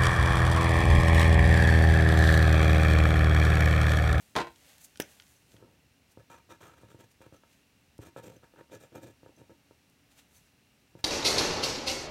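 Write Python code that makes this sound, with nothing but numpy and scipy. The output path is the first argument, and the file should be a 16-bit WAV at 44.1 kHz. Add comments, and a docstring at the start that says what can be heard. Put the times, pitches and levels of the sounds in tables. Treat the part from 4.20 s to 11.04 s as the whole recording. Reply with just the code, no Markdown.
"""A small quiet room with a wooden desk, a sheet of paper on it and a faintly ticking clock. A pen clatters
onto the desk, hands brush about, plastic clicks in the fingers and another pen is uncapped with a pop and its
cap set down. The hand settles on the sheet, then the nib lands and draws in short strokes: it catches on the
paper's fibres, and these tiny tugs make the desk top sound with it."""
import sys
import numpy as np
from scipy import signal
from scipy.fft import rfft, irfft
from scipy.io import wavfile

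SR = 44100
rng = np.random.default_rng(int(sys.argv[2]) if len(sys.argv) > 2 else 0)


def to_wav(s):
    """Save 16-bit WAV."""
    ch = np.atleast_2d(s).T  # columns
    pcm = np.round(np.clip(ch, -1, 1) * 32767)  # PCM
    wavfile.write(sys.argv[1], SR, pcm.astype(np.int16))


N = 301644
TIME = np.arange(N) / SR

# A spectrum says how strong lows and highs are. A resonance is a pitch that a thing likes to ring at.
# the room's steady background: (frequency [Hz], level [dB])
ROOM_SPECTRUM = [(15, -68.5), (25, -22), (55, -7), (102, -3), (249, -7), (285, -4), (309, -15), (344, -12),
                 (560, -16), (911, -17), (988, -20.5), (2610, -17), (2840, -18), (3160, -21), (16000, -31)]
# pitches that stand out of it: (frequency [Hz], width [Hz], boost [dB])
ROOM_RESONANCES = [(73.3, 9.9, 7), (284, 50, 2), (2770, 130, 4.5), (4070, 400, 3), (5700, 540, 3.5)]
# hands and sleeves slide: (time [s], half width [s], soft rub level [dB], dry hiss level [dB])
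HAND_MOVES = [(.02, 0.17, -69, -66.5), (.5, 0.13, -61, -62.5), (.615, 0.0057, -70, -59),
              (.646, 0.0095, -68, -49), (.92, .11, -63.5, -63), (1.12, 0.067, -74, -67.5),
              (1.33, 0.052, -67.5, -68.5), (1.917, .015, -68.5, -65.5), (2.915, .012, -68, -67),
              (3.331, 0.062, -68.5, -71.5), (5.92, 0.012, -66, -68), (5.991, 0.019, -59, -60.5),
              (6.165, 0.033, -67, -61), (6.27, 0.027, -71.5, -77)]
# rubbing skin and cloth: (frequency [Hz], level [dB])
RUB_SPECTRUM = [(290, -29), (500, -3), (919, -7), (1300, -9), (1720, -4.5), (5470, -5.5), (6510, -1.5),
                (13600, -7), (16000, -11.5)]
# the dropped pen hits the desk: (time [s], strength [dB])
BOUNCES = [(.154, -6.5), (.1621, -4), (.1642, 2.5), (.177, -5.5), (.186, -4), (.2006, -8), (.2045, -6.5),
           (.2162, -9.5), (.247, -22.5), (.271, -17.5)]
# the short crack of a bounce: (frequency [Hz], level [dB])
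CRACK_SPECTRUM = [(29, -42.5), (50, -8.5), (75, -11), (163, -8.5), (345, -3), (507, -8.5), (927, -3),
                  (1120, -11), (1540, -7), (3500, -16.5), (3950, -14.5), (4240, -18), (16000, -38)]
# pen and desk ring on: (frequency [Hz], level [dB], time to fade by 60 dB [s])
BOUNCE_RINGS = [(71.6, -19, 0.77), (136.6, -26.5, 0.38), (254, -21, 0.37), (340.7, -12.5, 0.28),
                (474, -11.5, 0.21), (570, -8.5, 0.076), (639, -8.5, 0.1), (721, -8.5, 0.14),
                (799, -5, 0.099), (917, -14, 0.29), (940, -20, 0.14), (1037, 0, 0.091), (1056, -13, 0.06),
                (1398, -8, 0.14), (1540, -3, 0.044), (1644, -15, 0.098), (1925, -20.5, 0.076),
                (1958, -13.5, 0.084), (2286, -20.5, 0.19), (2550, -17.5, 0.12), (2680, -20, 0.1),
                (3240, -13, 0.065), (3980, -22, 0.13)]
# plastic clicks in the fingers, and the cap being set down near 1.0 s: (time [s], peak level [dB], centre
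# frequency [Hz])
PEN_CLICKS = [(0.36, -45, 4600), (.3829, -50, 6600), (0.5821, -41, 8000), (0.758, -40.5, 3130),
              (0.774, -35, 5600), (0.9998, -34.5, 2630), (1.0224, -43, 3500), (1.0676, -46, 4000),
              (1.3192, -46, 4530), (1.3663, -46.5, 2500), (3.7807, -42.5, 6500), (5.699, -51, 9000)]
# the pen's plastic barrel: (frequency [Hz], width [Hz], boost [dB])
BARREL_RESONANCES = [(1490, 130, 10), (3160, 330, 7), (4520, 110, -2), (5730, 99, 8)]
# cap and barrel together: (frequency [Hz], level [dB])
CAP_SPECTRUM = [(470, -51), (800, -1), (1080, -11), (1730, 4.5), (3370, -2.5), (4480, -13), (5820, -6),
                (6750, -8), (15500, -9)]
# the desk top: (frequency [Hz], level [dB])
DESK_SPECTRUM = [(40, -24.5), (70, 3), (130, -2), (300, -1.5), (600, -7), (1000, -10.5), (1600, -11),
                 (2200, -23), (3500, -22.5), (4700, -31), (6000, -30), (8500, -30.5), (11000, -36.5),
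                 (15000, -38)]
# the desk top and, higher up, the pen: (frequency [Hz], width [Hz], boost [dB])
DESK_RESONANCES = [(69.8, 8.5, 8.5), (118.4, 44, 9.5), (335.6, 45, 7.5), (519.4, 120, 9.5), (923, 48, 13.5),
                   (1312, 140, 9), (1694, 72, 9), (2404, 100, 12.5), (2720, 100, 4.5), (3260, 69, 5.5),
                   (3730, 150, 3), (5830, 350, 5), (6430, 93, 8), (6970, 120, 5.5), (7440, 130, 10),
                   (8520, 470, 5), (9800, 240, 1), (12080, 510, 10), (14200, 510, 9)]
# nib or hand lands on the desk: (time [s], peak level [dB], thud frequency [Hz])
LANDINGS = [(1.343, -46, 115), (1.426, -42, 260), (1.9737, -37.5, 192), (2.103, -42, 1100),
            (2.292, -48, 900), (2.412, -41.5, 1000), (2.634, -42, 149), (2.746, -40.5, 120),
            (3.006, -45.5, 148), (3.016, -41.5, 2000), (3.065, -45, 135), (3.125, -42, 159),
            (3.236, -45, 1300), (3.7907, -34, 89), (3.963, -32.5, 660), (4.234, -44.5, 574),
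            (4.338, -46.5, 500), (4.499, -49.5, 550), (4.721, -49, 450), (5.032, -43, 400),
            (5.062, -40, 477), (5.093, -46, 400), (5.216, -41.5, 200), (5.296, -45, 350), (5.510, -45, 406),
            (6.7524, -38.5, 130)]
# nib strokes; rasp and hiss are counted from the level of the low drumming:
# (start [s], length [s], loudest point [0-1], level [dB], rasp [dB], hiss [dB])
NIB_STROKES = [(1.986, 0.033, 0.5, -59.5, -5.5, -18), (2.097, 0.11, 0, -60.5, 5, -6),
               (2.285, 0.081, 0.52, -56, 1.5, -8), (2.402, 0.15, 0.27, -58, 1, -7.5),
               (2.547, .13, 0.37, -64, -2.5, -10), (2.681, 0.079, 0, -61, -2.5, -10),
               (2.787, 0.068, 0.14, -56.5, -5.5, -10.5), (3.008, 0.074, 0.17, -62, -1, -8.5),
               (3.12, 0.054, 0.55, -60.5, -4, -11), (3.803, 0.1, 0.4, -54.5, -5.5, -9.5),
               (3.957, 0.058, 0.48, -49, -3.5, -14.5), (4.022, .088, 0.33, -50, -10, -12),
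               (4.098, 0.086, 0, -56, -10.5, -16), (4.219, 0.059, 0.2, -64, 0.5, -14),
               (4.357, 0.062, 0.55, -53.5, -4, -22.5), (4.506, 0.073, 0.4, -48.5, -8.5, -12.5),
               (4.598, 0.079, .4, -57, -6.5, -8.5), (4.722, 0.081, 0.6, -47.5, -8, -16),
               (4.809, 0.11, 0.33, -50.5, -11.5, -14), (5.036, 0.071, 0.3, -62.5, -6, -17),
               (5.172, 0.054, 0.4, -58.5, -10, -15), (5.296, 0.032, 0.65, -54, -9, -27),
               (6.775, 0.041, 0.86, -61.5, -4, -8)]


def from_db(db):
    """Turn decibels into a number to multiply by."""
    return 10 ** (np.asarray(db) / 20)


def rms_one(x):
    """Scale a sound so that its average size (rms) is 1."""
    return x / np.sqrt(np.mean(x ** 2) + 1e-20)


def peak_one(x):
    """Scale a sound so that its peak is 1."""
    return x / np.abs(x).max()


def add(out, s, sound):
    """Mix a sound in at s seconds."""
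    i = max(0, round(s * SR))
    out[i:i + len(sound)] += sound[:max(0, N - i)]


def keep_band(x, hz, kind, order=2):
    """Keep the "low" part, the "high" part or a middle "band" of a sound."""
    sections = signal.butter(order, np.clip(hz, 10, .45 * SR), kind, fs=SR, output="sos")
    return signal.sosfilt(sections, x + 1e-18)


def body(spectrum, resonances=(), size=16384):
    """How an object with this spectrum and these resonances answers one sharp tap."""
    f = np.maximum(np.arange(size // 2 + 1) * SR / size, 1)
    hz, level = np.transpose(spectrum)
    db = np.interp(np.log(f), np.log(hz), level)
    for centre, width, boost in resonances:
        db = db + boost / (1 + (2 * (f - centre) / width) ** 2)
    # turn the spectrum into a sound that never comes before the tap
    cepstrum = irfft(np.log(from_db(db)))[:size // 2]
    cepstrum[1:] *= 2
    return irfft(np.exp(rfft(cepstrum, size)))[:size // 2]


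def through(x, response):
    """Pass a sound through a body."""
    return signal.fftconvolve(x, response)[:len(x)]


def fade(t60, size=SR // 4):
    """Die away by 60 dB every t60 seconds."""
    return from_db(-60 * TIME[:size] / t60)


def blow(scatter_db, t60):
    """One sharp hit, then the scattered waves that come back from the edges."""
    scatter = rng.standard_normal(SR // 4) * fade(t60)
    pulse = from_db(scatter_db) * scatter / np.linalg.norm(scatter)
    pulse[0] += 1
    return pulse


def waver(hz):
    """A random wobble of size 1, mostly slower than hz."""
    return rms_one(keep_band(rng.standard_normal(N), hz, "low"))


def catches(per_s, spread_db):
    """Friction: surfaces catch and let go at random, with uneven force."""
    force = from_db(spread_db * np.minimum(rng.exponential(1, N), 4)) * rng.choice([-1, 1], N)
    return force * (rng.random(N) < per_s / SR)


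def room_tone(db):
    """The room's steady, low rush of noise."""
    return from_db(db) * rms_one(through(rng.standard_normal(N), body(ROOM_SPECTRUM, ROOM_RESONANCES)))


def swell(peak_s, width_s, roundness=0.93):
    """A hand speeds up and slows again; roundness 1 is pointed, 2 is bell-shaped."""
    return np.exp(-np.minimum(np.abs((TIME - peak_s) / width_s) ** roundness, 20))


def hands(desk, settle_s, settle_db, creep_db):
    """Skin and cloth brush over pen and paper; the settling hand makes the desk murmur."""
    rub = through(catches(per_s=14000, spread_db=4.5), body(RUB_SPECTRUM))
    soft = rms_one(keep_band(rub, 5400, "low", order=3))
    hiss = rms_one(keep_band(rub, 4740, "high", order=3))
    brushing = sum(swell(s, width) * (from_db(soft_db) * soft + from_db(hiss_db) * hiss)
                   for s, width, soft_db, hiss_db in HAND_MOVES)
    murmur = rms_one(keep_band(through(rng.standard_normal(N), desk), 850, "low"))
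    settling = from_db(settle_db) * swell(settle_s, width_s=0.051)
    creeping = from_db(creep_db) * swell(settle_s, width_s=0.14)
    return brushing + murmur * (settling + creeping)


def rattle(count, gap_s=.0046, start_db=-10, db_per_s=-90):
    """Light, uneven touches die away after the first bounce: (time [s], strength [dB])."""
    chance = rng.uniform(-1, 1, (count, 2))
    delay = gap_s * (np.arange(count) + 1 + .35 * chance[:, 0])
    return np.column_stack([BOUNCES[0][0] + delay, start_db + db_per_s * delay + 3 * chance[:, 1]])


def dropped_pen(crack_db, ring_db):
    """Every bounce gives a dry crack and sets pen and desk ringing."""
    out = np.zeros(N)
    wood = body(CRACK_SPECTRUM, [(930, 240, 4.2)])   # one resonance makes the crack woody
    contacts = np.vstack([BOUNCES, rattle(count=13)])
    for s, db in contacts:
        crack = through(blow(scatter_db=3, t60=.09), wood) / np.linalg.norm(wood)
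        treble_hz = 10500 * from_db(db) ** 0.11   # weaker bounces are duller
        crack = keep_band(crack, treble_hz, "low", order=1)
        add(out, s, rng.choice([-1, 1]) * from_db(db + crack_db) * crack)
    times, strength_db = contacts.T
    samples = np.round(times * SR).astype(int)
    for hz, db, t60 in BOUNCE_RINGS:
        pushes = np.bincount(samples, from_db(strength_db) * rng.choice([-1, 1], len(times)), SR)
        note = fade(t60, size=SR) * np.sin(2 * np.pi * hz * TIME[:SR])
        ringing = through(pushes, note)
        ringing *= np.linalg.norm(note) / np.linalg.norm(ringing)   # each note gets a set energy
        add(out, 0, from_db(db + ring_db) * ringing)
    return out


def clock(first_s, ring_hz, t60, tick_db, tock_db):
    """The clockwork clicks and pings once a second, tick and tock in turn."""
    out = np.zeros(N)
    ping = np.sin(2 * np.pi * ring_hz * TIME[:SR // 4]) * fade(t60)
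    for k, s in enumerate(np.arange(first_s, N / SR, 1)):
        click = peak_one(keep_band(blow(scatter_db=22, t60=0.048), [5000, 13000], "band"))
        add(out, s, from_db(tock_db if k % 2 else tick_db) * (ping + .8 * click))
    return out


def pen_clicks():
    """Small, hard touches make the plastic barrel ring for an instant."""
    out = np.zeros(N)
    barrel = body([(500, 0), (16000, 0)], BARREL_RESONANCES)
    for s, db, hz in PEN_CLICKS:
        touch = keep_band(blow(scatter_db=-4.5, t60=0.023), [hz / 2.05, hz * 1.7], "band")
        add(out, s, from_db(db) * peak_one(through(touch, barrel)))
    return out


def uncapping(pop_s, off_s, pop_hz, squeak_hz, pop_db, snap_db, scrape_db, squeak_db):
    """Air pops into the cap, its catch snaps, and it scrapes off the barrel with a last squeak."""
    out, cap = np.zeros(N), body(CAP_SPECTRUM)
    pop = -np.sin(2 * np.pi * pop_hz * TIME[:SR // 4]) * fade(t60=0.0061)
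    add(out, pop_s, from_db(pop_db) * peak_one(keep_band(pop, [170, 750], "band", order=1)))
    snap = peak_one(through(blow(scatter_db=5.5, t60=0.026), cap))
    add(out, pop_s + 0.00119, from_db(snap_db) * snap)
    sliding = keep_band(1. * ((TIME > pop_s) & (TIME < off_s)), 160, "low", order=1)
    scrape = rms_one(through(catches(per_s=7300, spread_db=0.5), cap))
    squeak = np.sin(2 * np.pi * squeak_hz * TIME + 0.91 * waver(hz=300))
    squeak *= np.exp(-np.abs(TIME - off_s + 0.0038) / 0.003)   # loudest just before the cap is off
    return out + sliding * (from_db(scrape_db) * scrape + from_db(squeak_db) * squeak)


def desk_taps(desk):
    """Nib or hand pushes the desk top in; a softer landing has a deeper thud and less treble."""
    out = np.zeros(N)
    for s, db, thud_hz in LANDINGS:
        treble_hz = 1190 * (thud_hz / 355) ** 0.59
        push = keep_band(blow(scatter_db=-6.5, t60=0.2), treble_hz, "low")
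        knock = keep_band(push, 0.14 * thud_hz, "high", order=1)
        thud = keep_band(push, [thud_hz / 1.6, thud_hz * 1.67], "band", order=1)
        add(out, s, -from_db(db) * peak_one(through(knock + thud, desk)))
    return out


def stroke_shape(n, loudest, edge_db=-8.5, touch_s=0.0041, lift_s=0.0059):
    """Loudness over n samples: the nib takes hold, swells, eases and lifts."""
    t = TIME[:n]
    from_peak = np.interp(t / t[-1], [0, np.clip(loudest, .02, .98), 1], [1, 0, 1])
    arch = from_db(edge_db * from_peak ** 2.2)
    return arch * np.minimum(t / touch_s, 1) * np.minimum((t[-1] - t) / lift_s, 1)


def nib_scratching():
    """Coarse catches on the paper's fibres drum on the desk and rasp in the nib; fine ones hiss."""
    grip = from_db(2.5 * waver(hz=35.6))   # the fingers press unevenly
    roughness = waver(hz=68)   # rough and smooth patches pass under the nib
    coarse = catches(per_s=1300, spread_db=2.2) * from_db(1.6 * roughness)
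    fine = catches(per_s=9000, spread_db=2.5) * from_db(2 * roughness)
    drumming = keep_band(coarse, [92, 750], "band", order=3)
    rasp = keep_band(coarse, [750, 2000], "band", order=3)
    bright_rasp = keep_band(coarse, [2000, 4500], "band", order=3)
    hiss = keep_band(fine, [4500, 17000], "band", order=3)
    out = np.zeros(N)
    for start, length, loudest, level_db, rasp_db, hiss_db in NIB_STROKES:
        i, n = round(start * SR), round(length * SR)
        shape = stroke_shape(n, loudest)[:N - i] * grip[i:i + n]
        # each spot on the desk favours its resonances differently
        resonances = [(hz, width, boost + rng.normal(0, 2.3)) for hz, width, boost in DESK_RESONANCES]
        spot = body(DESK_SPECTRUM, resonances)
        bright_db = (rasp_db + hiss_db) / 2 - 2.5   # a hissing stroke also rasps more brightly
        layers = [(drumming, 0, shape), (rasp, rasp_db, shape), (bright_rasp, bright_db, shape),
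                  (hiss, hiss_db, shape ** 1.36)]   # the hiss swells more steeply
        for force, db, loudness in layers:
            scratch = signal.fftconvolve(force[i:i + n] * loudness, spot)
            scratch *= np.sqrt(n) / np.linalg.norm(scratch)
            add(out, start, from_db(level_db + db - 1.65) * scratch)
    return out


def wall_echo(x, t60, echo_db, treble_hz):
    """The walls add a short, faint tail to a sound."""
    n = SR // 2
    tail = rng.standard_normal(n) * fade(t60, size=n) * (TIME[:n] > .006)
    tail = keep_band(tail, treble_hz, "low", order=1)
    return x + from_db(echo_db) * through(x, tail / np.linalg.norm(tail))


def scene():
    """The desk sounds and the clock echo in the room, over its steady background."""
    desk = body(DESK_SPECTRUM, DESK_RESONANCES)
    background = room_tone(db=-66)
    sound = hands(desk, settle_s=1.43, settle_db=-59.5, creep_db=-67.5)
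    sound += dropped_pen(crack_db=-5.5, ring_db=-23.5)
    sound += clock(first_s=.1642, ring_hz=6130, t60=0.05, tick_db=-60.5, tock_db=-62.5)
    sound += pen_clicks()
    sound += uncapping(pop_s=.7995, off_s=.8255, pop_hz=420, squeak_hz=5840,
                       pop_db=-21, snap_db=-16, scrape_db=-44.5, squeak_db=-35)
    sound += desk_taps(desk)
    sound += nib_scratching()
    sound = wall_echo(sound, t60=0.2, echo_db=-17, treble_hz=4500)
    return (keep_band(sound, 48, "high") + background)[None]


def record(dry):
    """Cut away the highest treble, above 15900 Hz."""
    return signal.sosfilt(signal.ellip(10, .1, 70, 15900, fs=SR, output="sos"), dry)


dry = scene()
out = record(dry)
to_wav(out)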